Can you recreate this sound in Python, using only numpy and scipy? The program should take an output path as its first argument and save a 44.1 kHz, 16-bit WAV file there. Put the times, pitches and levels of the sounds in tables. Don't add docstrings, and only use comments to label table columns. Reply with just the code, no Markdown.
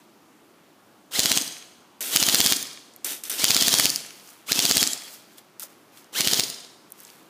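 import sys
import numpy as np
from scipy import signal
from scipy.fft import rfft, irfft, next_fast_len
from scipy.io import wavfile
from scipy.ndimage import uniform_filter1d

SR = 44100
rng = np.random.default_rng(int(sys.argv[2]) if len(sys.argv) > 2 else 0)


def gain_from_db(level_db):
    decades = np.asarray(level_db, float) / 20
    return 10 ** decades


def generate_wav(signal):
    frames = np.transpose(np.atleast_2d(signal))
    scaled = np.clip(frames, -1, 1) * 32767
    pcm = np.round(scaled).astype(np.int16)
    wavfile.write(sys.argv[1], SR, pcm)


N = 321489

# pitch_hz, level_db (per Hz)
AIR_COLOUR = [(15, -40), (25, -28.5), (119, -8), (331, -0.5), (368, -3), (457, -7), (537, -7.5),
              (1340, -10), (1710, -15.5), (13200, -27.5), (15500, -29)]
AIR_DB = -55.5

# peak_s, level_db, rise_s and fall_s (time to change by 20 dB)
CRUNCHES = [(.01, -65.5, 0.86, 0.12), (.216, -67, 0.4, -0.04), (.304, -70, -0.05, -0.07),
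            (.366, -62, -0.04, .012), (4.18, -54.5, 0.44, 0.21), (4.285, -51.5, 0.09, 0.21),
            (5.14, -45, 0.3354, .1), (5.33, -60, 0.17, .25), (5.384, -45, .012, .018),
            (5.597, -38, .001, .06), (5.632, -36.5, .022, 0.03), (5.7, -61, .03, .25),
            (5.93, -61.5, 0.02, .3), (5.978, -52, 0.0275, 0.08), (6.924, -45.5, 0.0436, -0.0176),
            (7.003, -55, 0.08, 0.27), (7.12, -57.5, 0.27, 0.3)]
# start_s, level_db, pitch_hz
STONES = [(2.937, -40.5, 7000), (2.9622, -29, 11800), (4.1984, -38, 4110), (4.2747, -38, 5980),
          (4.29, -38, 6080), (4.3024, -39.5, 6900), (5.1392, -34, 12900), (5.3827, -38, 3860),
          (5.5964, -24, 9920), (5.6044, -31.5, 8330), (5.6211, -21, 12900), (5.6326, -23, 12700),
          (5.9738, -43.5, 4120), (6.0437, -42.5, 6750), (6.904, -38.5, 12700), (6.9212, -22.5, 12900),
          (6.986, -41.5, 14300), (6.9924, -42, 7120), (7.003, -30.5, 11500), (7.0084, -38.5, 7010),
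          (7.0329, -31.5, 13200), (7.0497, -33.5, 6690), (7.0694, -40.5, 6110), (7.0777, -40, 6450),
          (7.0903, -40, 3020), (7.1014, -36.5, 5070)]
# start_s, level_db, pitch_hz
HEEL_KNOCKS = [
    (5.624, -37.5, 1193),
    (5.636, -43, 600),
]
DULL_DB, DULL_SLOPE = -28, 0.5484

# start_s, level_db, hold_s, fall_s (time to fall 20 dB)
WINDER_TURNS = [
    (2.007, -29, 0.096, 0.13),
    (3.045, -29, 0.0801, 0.0935),
    (3.236, -37.5, 0.0484, 0.02),
    (3.297, -28, 0.0418, 0.15),
]
# start_s, level_db, pitch_hz
PAWL_CLICKS = [(2.0071, -23, 9070), (2.0248, -21, 8970), (2.0662, -28.5, 9140), (3.046, -15.5, 10900),
               (3.0644, -16.5, 12700), (3.2365, -21.5, 8600), (3.2528, -26.5, 6370), (3.2982, -15.5, 10800),
               (3.3153, -21.5, 6370)]
# pitch_hz, level_db, t60_s (time to fade 60 dB)
DRUM_MODES = [(3805, -2.5, 0.043), (6170, 0, 0.048), (9060, 1, 0.044), (10100, -5.5, 0.032),
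              (12600, 2.5, 0.041)]
# pitch_hz, level_db (per Hz)
PELLET_COLOUR = [(59, -69), (100, -38), (275, -1), (1230, -12), (1370, -5.5), (3610, -2), (4560, -3),
                 (12800, -1), (15500, -5.5)]

# first_slam_s, shots_count, first_cycle_slower_ms, last_cycle_coasts_ms
BURSTS = [
    (1.194, 4, 5.7, -1.1),
    (2.1616, 7, 7.8, 2.9),
    (3.4429, 8, 5.4, -.7),
    (4.52, 6, 13.8, .5),
    (6.2074, 4, 8.7, 3.9),
]
# pull_s, spin_up_s, motor_db, treble_toward_microphone_db
TRIGGER_PULLS = [(1.108, 0.047, -27, -2), (2.086, 0.0478, -27, 1.5), (3.355, 0.05, -26.5, -1),
                 (4.46, .066, -27, -0.66), (6.123, 0.0547, -27.5, -0.5)]
# nearest_wall_later_ms, nearest_wall_db, end_wall_db
CAMERA_TURNS = [(-.54, -0.93, -2), (.1, 0.5, 2.5), (.28, -1.5, 5.5), (.3, 0.18, 5.5), (-.18, -1.13, 0.5)]
CYCLE_MS, SETTLE = 58.1, .23
# pitch_hz, level_db (per Hz)
GEAR_COLOUR = [(59, -51), (100, -20), (293, -9.5), (1840, -10), (2580, -9), (3180, -1), (3690, -3),
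               (4280, -4), (5870, -5), (12800, -8.5), (15500, -8)]
WHINE_HZ, SAG = 3500, .15
ENGAGE_S, DRAW_S = 0.02595, .045
POP_DB = 1.1
# pitch_hz, level_db, t60_s
SHELL_MODES = [(4300, 3, 0.00457), (5100, -3, 0.0056), (6450, -1.5, 0.00323), (8480, -2, 0.0059),
               (1930, -18, 0.0049), (13900, -4.5, 0.0024)]
# pitch_hz, level_db, t60_s
STOCK_MODES = [(265, -28, 0.065), (447.8, -32.5, 0.0518), (151.2, -33, 0.0464), (672.5, -30, .045),
               (299.8, -31, 0.059)]
SLAM_LEAD = 270

# delay_ms, level_db, pitch_hz (centre), width_hz, scatter_ms
WALLS = [(9.204, -10.5, 4200, 4600, 0.05), (39.44, -14.5, 4950, 7200, 0.4), (45.07, -18, 7500, 8900, 2),
         (103.95, -15.5, 8000, 11000, .5), (147.2, -29.5, 5000, 6900, 1.5), (206.7, -29.5, 6800, 9100, 4.7),
         (250.5, -31, 2200, 5000, 1.5), (40, -24, 315, 150, .1), (105.13, -33, 327, 320, .1)]
END_WALL = 3
# pitch_hz, t60_s
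YARD_FADE = [(150, 0.655), (500, 0.944), (2000, 0.839), (5000, 0.839), (9000, 0.767), (14000, 0.534)]
YARD_DB = -9


def level(x, db):
    return x * gain_from_db(db) / np.sqrt(np.mean(x ** 2))


def band(x, hz, width_hz):
    half = np.array([-.5, .5]) * width_hz
    edge = np.clip(np.sqrt(hz ** 2 + width_hz ** 2 / 4) + half, 20, SR * .45)
    return signal.sosfilt(signal.butter(2, edge, "bandpass", fs=SR, output="sos"), x)


def colour(x, table):
    hz, db = np.transpose(table)
    size = next_fast_len(len(x))
    f = np.fft.rfftfreq(size, 1 / SR) + 1
    gain = gain_from_db(np.interp(np.log(f), np.log(hz), db))
    return level(irfft(rfft(x, size) * gain, size)[:len(x)], 0)


def ring(modes, size, detune=0.):
    t = np.arange(size) / SR
    shift = 1 + detune * rng.standard_normal(len(modes))
    out = np.zeros(size)
    for (hz, db, t60), k in zip(modes, shift):
        out += gain_from_db(db) * np.sin(2 * np.pi * hz * k * t) * gain_from_db(-60 * t / t60)
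    return out


def grains(size, rate, spread_db):
    chance = rng.random((3, size))
    hit = chance[0] < rate / SR
    sign = np.sign(chance[1] - .5)
    return hit * sign * gain_from_db(-spread_db * np.log(1 - .995 * chance[2]))


def walk(size, rate):
    k = int(SR / rate)
    steps = np.repeat(rng.standard_normal(size // k + 1), k)
    return 1.415 * uniform_filter1d(uniform_filter1d(steps, k), k)[:size]


def add(out, x, s):
    i = int(round(s * SR))
    out[i:i + len(x)] += x[:len(out) - i]


def swell(rows):
    out = np.zeros(N)
    for s, db, rise_s, hold_s, fall_s in rows:
        i = slice(max(int((s - 3 * rise_s) * SR), 0), int((s + hold_s + 3 * fall_s) * SR))
        t = np.arange(N)[i] / SR - s
        away = np.maximum(-t / rise_s, (t - hold_s) / fall_s)
        out[i] += gain_from_db(db - 20 * np.maximum(away, 0))
    return out


def ticks(table, width, decay_s, gain_db):
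    out = np.zeros(N)
    t = np.arange(900) / SR
    for s, db, hz in table:
        tap = band(rng.standard_normal(len(t)) * np.exp(-t / decay_s), hz, hz * width)
        add(out, gain_from_db(db + gain_db) * tap / np.abs(tap).max(), s)
    return out


def air():
    gust = walk(N, 0.946)
    hum = [colour(rng.standard_normal(N), AIR_COLOUR) for _ in range(2)]
    bands = np.zeros(N)
    for k, hz in enumerate(31 * 2. ** np.arange(0, 9.5, .5)):
        flicker = gain_from_db(0.49 * gust + .9 * walk(N, 9))
        bands += band(hum[k % 2], hz, hz * 0.405) * flicker
    return level(bands, AIR_DB)


def feet():
    crunch = swell((s, db, rise_s, 0, fall_s) for s, db, rise_s, fall_s in CRUNCHES)
    bright = level(band(grains(N, 4000, 2.95), 8780, 12770), 0) * crunch
    dull = level(band(grains(N, 2500, 2.86), 1654, 3550), 0) * gain_from_db(DULL_DB) * crunch ** DULL_SLOPE
    stones = ticks(STONES, 0.75, 0.00124, 2.17)
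    knocks = ticks(HEEL_KNOCKS, 0.365, 0.0063, 0)
    return bright + dull + stones + knocks


def winder():
    pellets = grains(N, 5000, 2.14)
    turning = swell((s, db, .001, hold_s, fall_s) for s, db, hold_s, fall_s in WINDER_TURNS)
    pawl = ticks(PAWL_CLICKS, 0.906, 0.00232, 2.96)
    taps = gain_from_db(-40) * level(pellets, 0) * turning + gain_from_db(-30.5) * pawl
    drum = signal.fftconvolve(taps, ring(DRUM_MODES, size=6000))[:N]
    rattle = gain_from_db(-1.5) * turning * colour(pellets, PELLET_COLOUR)
    return rattle + drum + pawl


def yard(near_ms, near_db, far_db):
    t = np.arange(int(.9 * SR)) / SR
    hz, t60 = np.transpose(YARD_FADE)
    tail = np.zeros(len(t))
    for f in 125 * 2. ** np.arange(8):
        fade = gain_from_db(-60 * t / np.interp(np.log(f), np.log(hz), t60))
        tail += band(rng.standard_normal(len(t)), f, f * 0.785) * fade
    out = gain_from_db(YARD_DB) * tail / np.sqrt(np.sum(tail ** 2)) * (1 - np.exp(-t / 0.0212))
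    for k, (delay_ms, db, centre_hz, width_hz, scatter_ms) in enumerate(WALLS):
        slap = .3 * rng.standard_normal(900) * np.exp(-t[:900] * 1000 / scatter_ms)
        slap[0] = 1
        slap = band(slap, centre_hz, width_hz)
        if k == 0:
            delay_ms, db = delay_ms + near_ms, db + near_db
        if k == END_WALL:
            db = db + far_db
        add(out, gain_from_db(db) * slap / np.sqrt(np.sum(slap ** 2)), delay_ms / 1000)
    return out


def slams(first, count, lag_ms, coast_ms):
    cycle_ms = CYCLE_MS + lag_ms * SETTLE ** np.arange(count - 1)
    cycle_ms[-1] += coast_ms
    return first + np.append(0, np.cumsum(cycle_ms)) / 1000


def motor(t, shots, release, spin_s):
    ahead = np.append(shots, 9)[np.searchsorted(shots, t)] - t
    first_draw = (.35 + .65 * t / shots[0]) * (t > ENGAGE_S)
    draw = np.where(t < shots[0], first_draw, np.clip(1 - ahead / DRAW_S, 0, 1))
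    load = uniform_filter1d(draw * (ahead > .006), size=150)
    speed = (1 - np.exp(-t / spin_s)) * np.exp(-np.maximum(t - release, 0) / 0.025)
    mesh_hz = WHINE_HZ * speed * (1 - SAG * load) * (1 + 0.01105 * walk(len(t), 300))
    phase = 2 * np.pi * np.cumsum(mesh_hz) / SR
    flutter = gain_from_db(3.62 * walk(len(t), 90))
    engaged = gain_from_db(14 * np.clip(load / 0.23, 0, 1) - 1.5 * np.exp(-t / 0.08))
    octave = gain_from_db(-11 + 21 * np.exp(-t / 0.12)) * np.sin(2 * phase)
    whine = flutter * engaged * (np.sin(phase) + octave)
    strain_db = (3.37 + 9 * np.exp(-t / 0.049)) * load
    clatter = colour(grains(len(t), 9000, 2.58), GEAR_COLOUR)
    teeth = clatter * gain_from_db(strain_db + 1.27 * walk(len(t), 149.12))
    return speed ** 0.95 * (teeth + gain_from_db(-19.5) * whine)


def slam(pop_db):
    t = (np.arange(2600) - SLAM_LEAD) / SR
    chance = rng.standard_normal(3)
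    pop = -np.gradient(np.exp(-((t - 4e-5) / 4.5e-5) ** 2))
    pop = pop / pop.max() + gain_from_db(-25.5) * np.exp(-((t + 0.000298) / 0.000517) ** 2)
    pop = pop + gain_from_db(-15.5 + 1.5 * chance[0]) * np.roll(pop, shift=20)
    shell = np.roll(ring(SHELL_MODES, size=len(t), detune=0.0564), shift=SLAM_LEAD) * (t >= 0)
    shell = gain_from_db(-14.5 + 1.4 * chance[1]) * shell
    scrape = gain_from_db(-19) * np.exp(t / 0.00414)
    after = gain_from_db(-10.5) * np.exp(-t / 0.001586) + gain_from_db(-37) * np.exp(-t / 0.0087)
    rattle = np.where(t < 0, scrape, after) * colour(grains(len(t), 7000, 3.26), GEAR_COLOUR)
    thump = ring(STOCK_MODES, size=len(t), detune=0.0204)
    return gain_from_db(pop_db + 1.09 * chance[2]) * (pop + shell + rattle) + thump


def rifle():
    out = np.zeros(N)
    t = np.arange(int(.75 * SR)) / SR
    for burst, (pull, spin_s, motor_db, treble_db), turn in zip(BURSTS, TRIGGER_PULLS, CAMERA_TURNS):
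        shots = slams(*burst)
        release = shots[-1] - burst[-1] / 1000 - pull
        gun = gain_from_db(motor_db) * motor(t, shots - pull, release, spin_s)
        for s in shots:
            add(gun, slam(POP_DB), s - pull - SLAM_LEAD / SR)
        direct = gun + (gain_from_db(treble_db) - 1) * band(gun, 11320, 9600)
        add(out, direct, pull)
        add(out, signal.fftconvolve(gun, yard(*turn)), pull)
    return out


def scene():
    return (air() + feet() + winder() + rifle())[None]


def roll_off(x):
    return signal.sosfilt(signal.butter(12, 16490, fs=SR, output="sos"), x)


def record(dry):
    x = signal.sosfilt(signal.butter(2, 110, "highpass", fs=SR, output="sos"), dry)
    x = signal.sosfilt(signal.ellip(8, .2, 45, 15300, fs=SR, output="sos"), x)
    return roll_off(np.clip(x, -1, 1))


dry = scene()
out = record(dry)
generate_wav(out)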